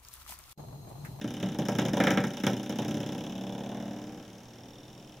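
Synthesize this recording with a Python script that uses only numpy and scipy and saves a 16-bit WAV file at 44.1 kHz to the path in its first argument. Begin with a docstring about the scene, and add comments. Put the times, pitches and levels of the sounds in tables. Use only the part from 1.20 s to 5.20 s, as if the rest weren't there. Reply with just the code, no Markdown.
"""Cat pawing a door stop

A cat paws a coil-spring door stop on a skirting board in a small, quiet room, then lets it ring out.
The spring swings about 15-21 times a second, faster as it dies down; its coils slap shut twice per swing.
Each slap thuds in the wall, knocks in the board, clacks in the base, rings the wire and sends a zing
along the coil that returns as falling chirps. Once, a paw lands on the carpet."""
import sys
import numpy as np
from scipy import signal
from scipy.fft import rfft, irfft
from scipy.io import wavfile

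SR = 44100
rng = np.random.default_rng(int(sys.argv[2]) if len(sys.argv) > 2 else 0)


def transcribe(signal):
    """Save signal, clipped to [-1, 1], as a 16-bit WAV file at the path in sys.argv[1]."""
    frames = np.atleast_2d(signal).T
    limited = np.clip(frames, -1, 1)
    pcm = np.round(limited * 32767).astype(np.int16)
    wavfile.write(sys.argv[1], SR, pcm)


N = 176400
AGE_S = np.arange(16384) / SR
SLAP_NORM = np.sqrt(.03 * SR)  # unit-energy slaps 30 ms apart give RMS 1


def undb(db):
    """Decibels to gain."""
    return 10 ** (np.asarray(db) / 20)


def unit(x):
    """Scale to energy 1."""
    return x / np.sqrt(np.sum(x ** 2))


def fade(t60_s):
    """Exponential decay."""
    return np.exp(-np.log(1000) * AGE_S / t60_s)


def colour(x, points):
    """Minimum-phase filter through (frequency [Hz], gain [dB]) points."""
    n, (hz, db) = len(x), np.array(points).T
    bins_hz = np.maximum(np.arange(n // 2 + 1) * SR / n, 1)
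    cepstrum = irfft(np.log(undb(np.interp(np.log(bins_hz), np.log(hz), db))), n)
    cepstrum[1:n // 2] *= 2
    cepstrum[n // 2 + 1:] = 0
    return irfft(rfft(x) * np.exp(rfft(cepstrum)), n)


def burst(points, t60_s, room_t60_s, room_db, rise_s):
    """Dense ring: decaying coloured noise with a longer room tail."""
    near, far = rng.standard_normal((2, len(AGE_S)))
    onset = 1 - np.exp(-AGE_S / rise_s)
    noise = unit(near * fade(t60_s)) + undb(room_db) * unit(far * fade(room_t60_s))
    return unit(colour(onset * noise, points))


def modes(table, rise_s):
    """Decaying sines of a struck part; rows of (frequency [Hz], relative level [dB], T60 [s])."""
    ring = sum(undb(db) * fade(t60_s) * np.sin(2 * np.pi * (hz * AGE_S + rng.random()))
               for hz, db, t60_s in table)
    return unit(ring * (1 - np.exp(-AGE_S / rise_s)))


def strike(times_s, gains, response):
    """Sound one response at every given time."""
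    train = np.zeros(N)
    np.add.at(train, np.clip((times_s * SR).astype(int), 0, N - 1), gains)
    return signal.fftconvolve(train, response)[:N] * SLAP_NORM


def room_tone():
    """Faint rumble and hiss, wider in the treble."""
    # (frequency [Hz], relative level [dB])
    spectrum = [(30, -3), (60, -7.5), (125, 2), (300, -2.5), (800, -7.5), (1200, -15.5), (4500, -24.5),
                (8500, -29.5), (16000, -34.5)]
    mid, side = (unit(colour(rng.standard_normal(N), spectrum)) * np.sqrt(N) for _ in range(2))
    side = colour(side, [(100, -22), (1000, -10), (8000, 0)])
    return undb(-53.5) * (mid + np.outer([1, -1], side))


def paw_bump(at_s=.695, hz=52.3):
    """A paw lands on the carpet: a soft, deep bump through the floor."""
    wave = fade(.15) * (1 - fade(.093)) * np.sin(2 * np.pi * hz * AGE_S)
    return undb(-36) * strike(np.array([at_s]), .89, wave) / SLAP_NORM


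def paw_rings(t60_s=.26):
    """Woody notes of the board under single paw blows."""
    # (time [s], frequency [Hz], level [dB])
    blows = [(0.227, 188.8, -27.5), (.486, 934, -44)]
    return sum(strike(np.array([at_s]), undb(db), modes([(hz, 0, t60_s)], rise_s=.002))
               for at_s, hz, db in blows)


def wall_hum(swings_s, hz=120.6, t60_s=.25):
    """One push per swing keeps the wall humming."""
    return strike(swings_s, undb(-57.5), modes([(hz, 0, t60_s)], rise_s=.009))


def coil_song(t, back, return_db=-5, t60_s=.022):
    """Coil overtones swell and fade as the plane of the swing turns."""
    # (peak time [s], Gaussian width [s], frequency [Hz], level [dB])
    overtones = [(2.29, 0.27, 3430, -55.5), (3.21, 0.11, 6300, -66.5), (3.52, 0.28, 5550, -65),
                 (3.578, 0.16, 3570, -64.5)]
    out = 0
    for peak_s, width_s, hz, db in overtones:
        swell = np.exp(-.5 * ((t - peak_s) / width_s) ** 2)
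        out += strike(t, undb(db + back * return_db) * swell, modes([(hz, 0, t60_s)], rise_s=.0027))
    return out


def coil_chirps(t, zing_db, gentle, fall_hz_per_s=380000, width_s=.0011):
    """The zing runs up and down the coil and returns as short falling chirps."""
    # (delay [s], centre [Hz], hard-swing level re zing [dB], gentle-swing level re zing [dB])
    echoes = [(.0018, 5450, -25.5, 7.5), (.0075, 5700, -36, -10), (0.0128, 6660, -11, -11)]
    jitter_s, scatter_db, side_db = .0003, 2.2, -7
    out = 0
    for delay_s, hz, hard_db, gentle_db in echoes:
        age_s = AGE_S - delay_s
        envelope = np.exp(-.5 * (age_s / width_s) ** 2)
        phase = 2 * np.pi * (hz * age_s - .5 * fall_hz_per_s * age_s ** 2)
        late, size = rng.standard_normal((len(t), 2)).T
        gain = undb(zing_db + hard_db + gentle * (gentle_db - hard_db) + scatter_db * size)
        mid, side = (strike(t + jitter_s * late, gain, unit(envelope * wave(phase)))
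                     for wave in (np.sin, np.cos))
        out += mid + undb(side_db) * np.outer([1, -1], side)
    return out


def unrest(t):
    """Slap-to-slap variation: full under the paw, small in the ring-out."""
    return np.interp(t, [1.363, 2.24], [1, .36])


def slap_layer(t, back, db, core, dense, vary, side_db):
    """Slaps in one part: a constant core, a dense ring per swing direction and a wandering timbre."""
    gain = undb(db) / np.sqrt(1 + vary ** 2)
    mid = sum(strike(t, gain * (back == way), unit(core + dense())) for way in range(2))
    for steps in rng.standard_normal((4, len(t))):
        wander = np.cos(np.pi / 2 * np.cumsum(steps * unrest(t)))
        mid += strike(t, gain * vary * wander / np.sqrt(2), dense())
    side = sum(strike(t, gain * (back == way), dense()) for way in range(2))
    return mid + undb(side_db) * np.outer([1, -1], side)


def wall_thud(t, back, db):
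    """Each slap pushes the wall and rings its low modes."""
    # (frequency [Hz], relative level [dB], T60 [s])
    wall_modes = [(86.2, -24.5, 0.7), (121.6, -10, 0.297), (148.1, -4.5, 0.209), (191.7, -5.5, 0.37),
                  (238.9, -4.5, 0.26), (310.9, -7.5, 0.27)]
    # (frequency [Hz], relative level [dB])
    spectrum = [(45, -68), (125, -2), (195, -0.5), (260, 1), (380, -8.5), (1500, -100)]
    push = unit(colour(1. * (AGE_S == 0), spectrum))
    core = undb(4.5) * push + undb(5.5) * modes(wall_modes, rise_s=.006)
    dense = lambda: burst(spectrum, t60_s=.058, room_t60_s=.57, room_db=5, rise_s=.0036)
    return slap_layer(t + .001, back, db, core, dense, vary=.46, side_db=-54.5)


def board_knock(t, back, db):
    """Each slap rings the skirting board."""
    # (frequency [Hz], relative level [dB], T60 [s])
    board_modes = [(477.3, -4.5, 0.26), (531, -2, 0.11), (580.2, 0, .2), (656, -9, 0.053),
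                   (778.4, -6, 0.29), (859, -16, 0.16)]
    # (frequency [Hz], relative level [dB])
    spectrum = [(230, -33.5), (360, -3), (570, -1), (800, -5), (1050, -11.5), (2700, -87.5)]
    core = undb(5) * modes(board_modes, rise_s=.00033)
    dense = lambda: burst(spectrum, t60_s=.064, room_t60_s=.4, room_db=.5, rise_s=.0018)
    return slap_layer(t + .0011, back, db, core, dense, vary=.82, side_db=-18.5)


def base_clack(t, back, db):
    """Each slap rings the metal base."""
    # (frequency [Hz], relative level [dB], T60 [s])
    base_modes = [(1321, 0, 0.23), (1331, -17.5, 0.14), (1627, 9, 0.086), (1760, 0, 0.17),
                  (2030, -16, 0.063), (2215, 2.5, 0.11)]
    # (frequency [Hz], relative level [dB])
    spectrum = [(800, -48.5), (1150, -2), (1380, 6), (2250, 1), (2450, -1.5), (4600, -92.5)]
    core = undb(.5) * modes(base_modes, rise_s=.00027)
    dense = lambda: burst(spectrum, t60_s=.036, room_t60_s=.32, room_db=-5, rise_s=.0019)
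    return slap_layer(t + .000864, back, db, core, dense, vary=.82, side_db=-10)


def wire_ring(t, back, db):
    """The colliding coils ring the wire."""
    # (frequency [Hz], relative level [dB], T60 [s])
    wire_modes = [(2390, -11, 0.29), (2945, 10.5, 0.085), (3320, -1.5, 0.07), (3607, 5.5, 0.11)]
    # (frequency [Hz], relative level [dB])
    spectrum = [(1700, -50), (2550, -4), (3000, 1.5), (3750, -1), (4200, -14), (7000, -90.5)]
    core = undb(-.5) * modes(wire_modes, rise_s=.00033)
    dense = lambda: burst(spectrum, t60_s=.024, room_t60_s=.2, room_db=-4, rise_s=.0014)
    return slap_layer(t + .00133, back, db, core, dense, vary=1, side_db=-8)


def coil_zing(t, back, db):
    """A bright burst sent along the coil."""
    # (frequency [Hz], relative level [dB])
    spectrum = [(4200, -33), (5100, -7.5), (5900, -5), (6700, -15), (7500, -17.5), (8400, -34),
                (11000, -24)]
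    dense = lambda: burst(spectrum, t60_s=.011, room_t60_s=.18, room_db=-6, rise_s=.0007)
    return slap_layer(t + .00026, back, db, 0, dense, vary=.67, side_db=-6.5)


def coil_tick(t, back, db):
    """A hissy tick as the coils shut."""
    # (frequency [Hz], relative level [dB])
    spectrum = [(6000, -20), (8200, -8), (9700, 0), (11700, -6), (16000, -19)]
    dense = lambda: burst(spectrum, t60_s=.022, room_t60_s=.13, room_db=-1.5, rise_s=.0013)
    return slap_layer(t + .00022, back, db, 0, dense, vary=.97, side_db=1.5)


def slap_times(grab_s=.02, drift_cycles_per_s=.02):
    """Slap times [s] and directions (1 = return swing); each run of swings ends grab_s early."""
    # last run is the ring-out: (start [s], swing rate [Hz], speed-up [Hz/s], return slap phase [cycles])
    runs = [(.012, 15.6, 4.8, .46), (.386, 15.1, 0, .48), (.732, 14.45, 2.3, .53), (1.235, 15.1, 2.75, .46),
            (2.095, 17.31, 2.037, .455)]
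    ends_s = [run[0] for run in runs[1:]] + [N / SR]
    slaps, k = [], np.arange(200)
    back = k % 2
    for (start_s, hz, hz_per_s, return_phase), end_s in zip(runs, ends_s):
        free_s = np.maximum(start_s + k / 2 / hz - runs[-1][0], 0)
        cycles = k // 2 + (return_phase - drift_cycles_per_s * free_s) * back
        t = start_s + 2 * cycles / (hz + np.sqrt(hz ** 2 + 2 * hz_per_s * cycles))
        slaps.append(np.c_[t, back][t < end_s - grab_s])
    return np.vstack(slaps).T


def slap_levels(t, back, scatter_db=1, return_zing_db=-1.5):
    """Thud, knock, clack, wire and zing levels [dB] of every slap."""
    # both before trim: (time [s], thud [dB], knock [dB], clack [dB], wire [dB], zing [dB])
    ordinary_slaps = [(0, -37.5, -49, -53, -50, -54), (0.33, -37, -47, -56.5, -53, -55.5),
                      (0.648, -29, -37, -46, -43.5, -47.0), (1.101, -40.5, -47, -53.0, -52, -53),
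                      (1.33, -31, -48, -55, -48, -51), (1.42, -40, -46.5, -55, -52.0, -55.0),
                      (1.698, -30, -40.5, -50.5, -48.5, -50), (2.1, -39.5, -45.5, -59, -53.0, -57),
                      (2.55, -38, -42.5, -57.0, -57.5, -60.0), (2.85, -41.5, -49, -60.5, -61.5, -61.0),
                      (3.15, -55, -60, -67.5, -65.5, -66), (4, -53.5, -62.5, -80, -66, -69)]
    hard_slaps = [(0.041, -30.5, -43, -53, -53.5, -55.5), (0.227, -27.5, -37, -47, -44.5, -49.5),
                  (0.386, -27, -34.5, -47.5, -46.5, -46), (0.484, -27.5, -31, -40.0, -46.5, -42.5),
                  (0.585, -25, -31, -37.5, -37.5, -41.5), (0.732, -24.5, -32.5, -44.5, -43.5, -45),
                  (0.769, -30.5, -29.5, -43.5, -42.5, -45), (0.801, -22, -27, -29.5, -39.5, -44),
                  (0.837, -30, -32, -34.5, -40.5, -42), (0.869, -27.5, -28.5, -27.5, -38, -42),
                  (0.905, -25.5, -31.5, -31.5, -39.5, -39.5), (0.972, -24.5, -30.5, -31.5, -39, -45.5),
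                  (1.038, -27, -35.5, -38.5, -45.0, -47.0), (1.169, -44, -44, -51, -44, -49.0),
                  (1.235, -25, -36.5, -41, -41.5, -45.5), (1.265, -25, -29, -34.5, -37.5, -38.5),
                  (1.494, -31.5, -37.5, -49, -46.5, -47), (1.585, -29.5, -34, -50, -42, -46.5)]
    # (thud [dB], knock [dB], clack [dB], wire [dB], zing [dB])
    trim_db = [-0.4, -0.46, -0.25, -0.74, -0.34]
    knots_s, *curves_db = np.array(ordinary_slaps).T
    db = np.array([np.interp(t, knots_s, curve) for curve in curves_db]).T
    db += scatter_db * unrest(t)[:, None] * rng.standard_normal(db.shape)
    db[:, -1] += return_zing_db * (back - .5)
    for at_s, *hard_db in hard_slaps:
        db[np.argmin(abs(t - at_s))] = hard_db
    return (db + trim_db).T


def spring(low_cut_hz=67):
    """Every slap sounds in the wall, board, base, wire and coil."""
    t, back = slap_times()
    thud_db, knock_db, clack_db, wire_db, zing_db = slap_levels(t, back)
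    gentle = np.interp(t, [1.4, 5], [0, 1])  # late slaps soften and lose their hiss
    out = wall_thud(t, back, thud_db) + board_knock(t, back, knock_db) + base_clack(t, back, clack_db)
    out += wire_ring(t, back, wire_db + 3.5 * gentle)
    out += coil_zing(t, back, zing_db - 1.5 + 3.5 * gentle)
    out += coil_tick(t, back, zing_db - 13 - 7 * gentle)
    out += coil_chirps(t, zing_db, gentle) + coil_song(t, back) + paw_rings() + wall_hum(t[back == 0])
    return signal.sosfilt(signal.butter(2, low_cut_hz, "high", fs=SR, output="sos"), out)


def scene():
    """Spring, paw and room in stereo."""
    return spring() + paw_bump() + room_tone()


def record(dry):
    """Steep low-pass at 16.1 kHz."""
    return signal.sosfilt(signal.ellip(10, .2, 80, 16100, fs=SR, output="sos"), dry)


dry = scene()
out = record(dry)
transcribe(out)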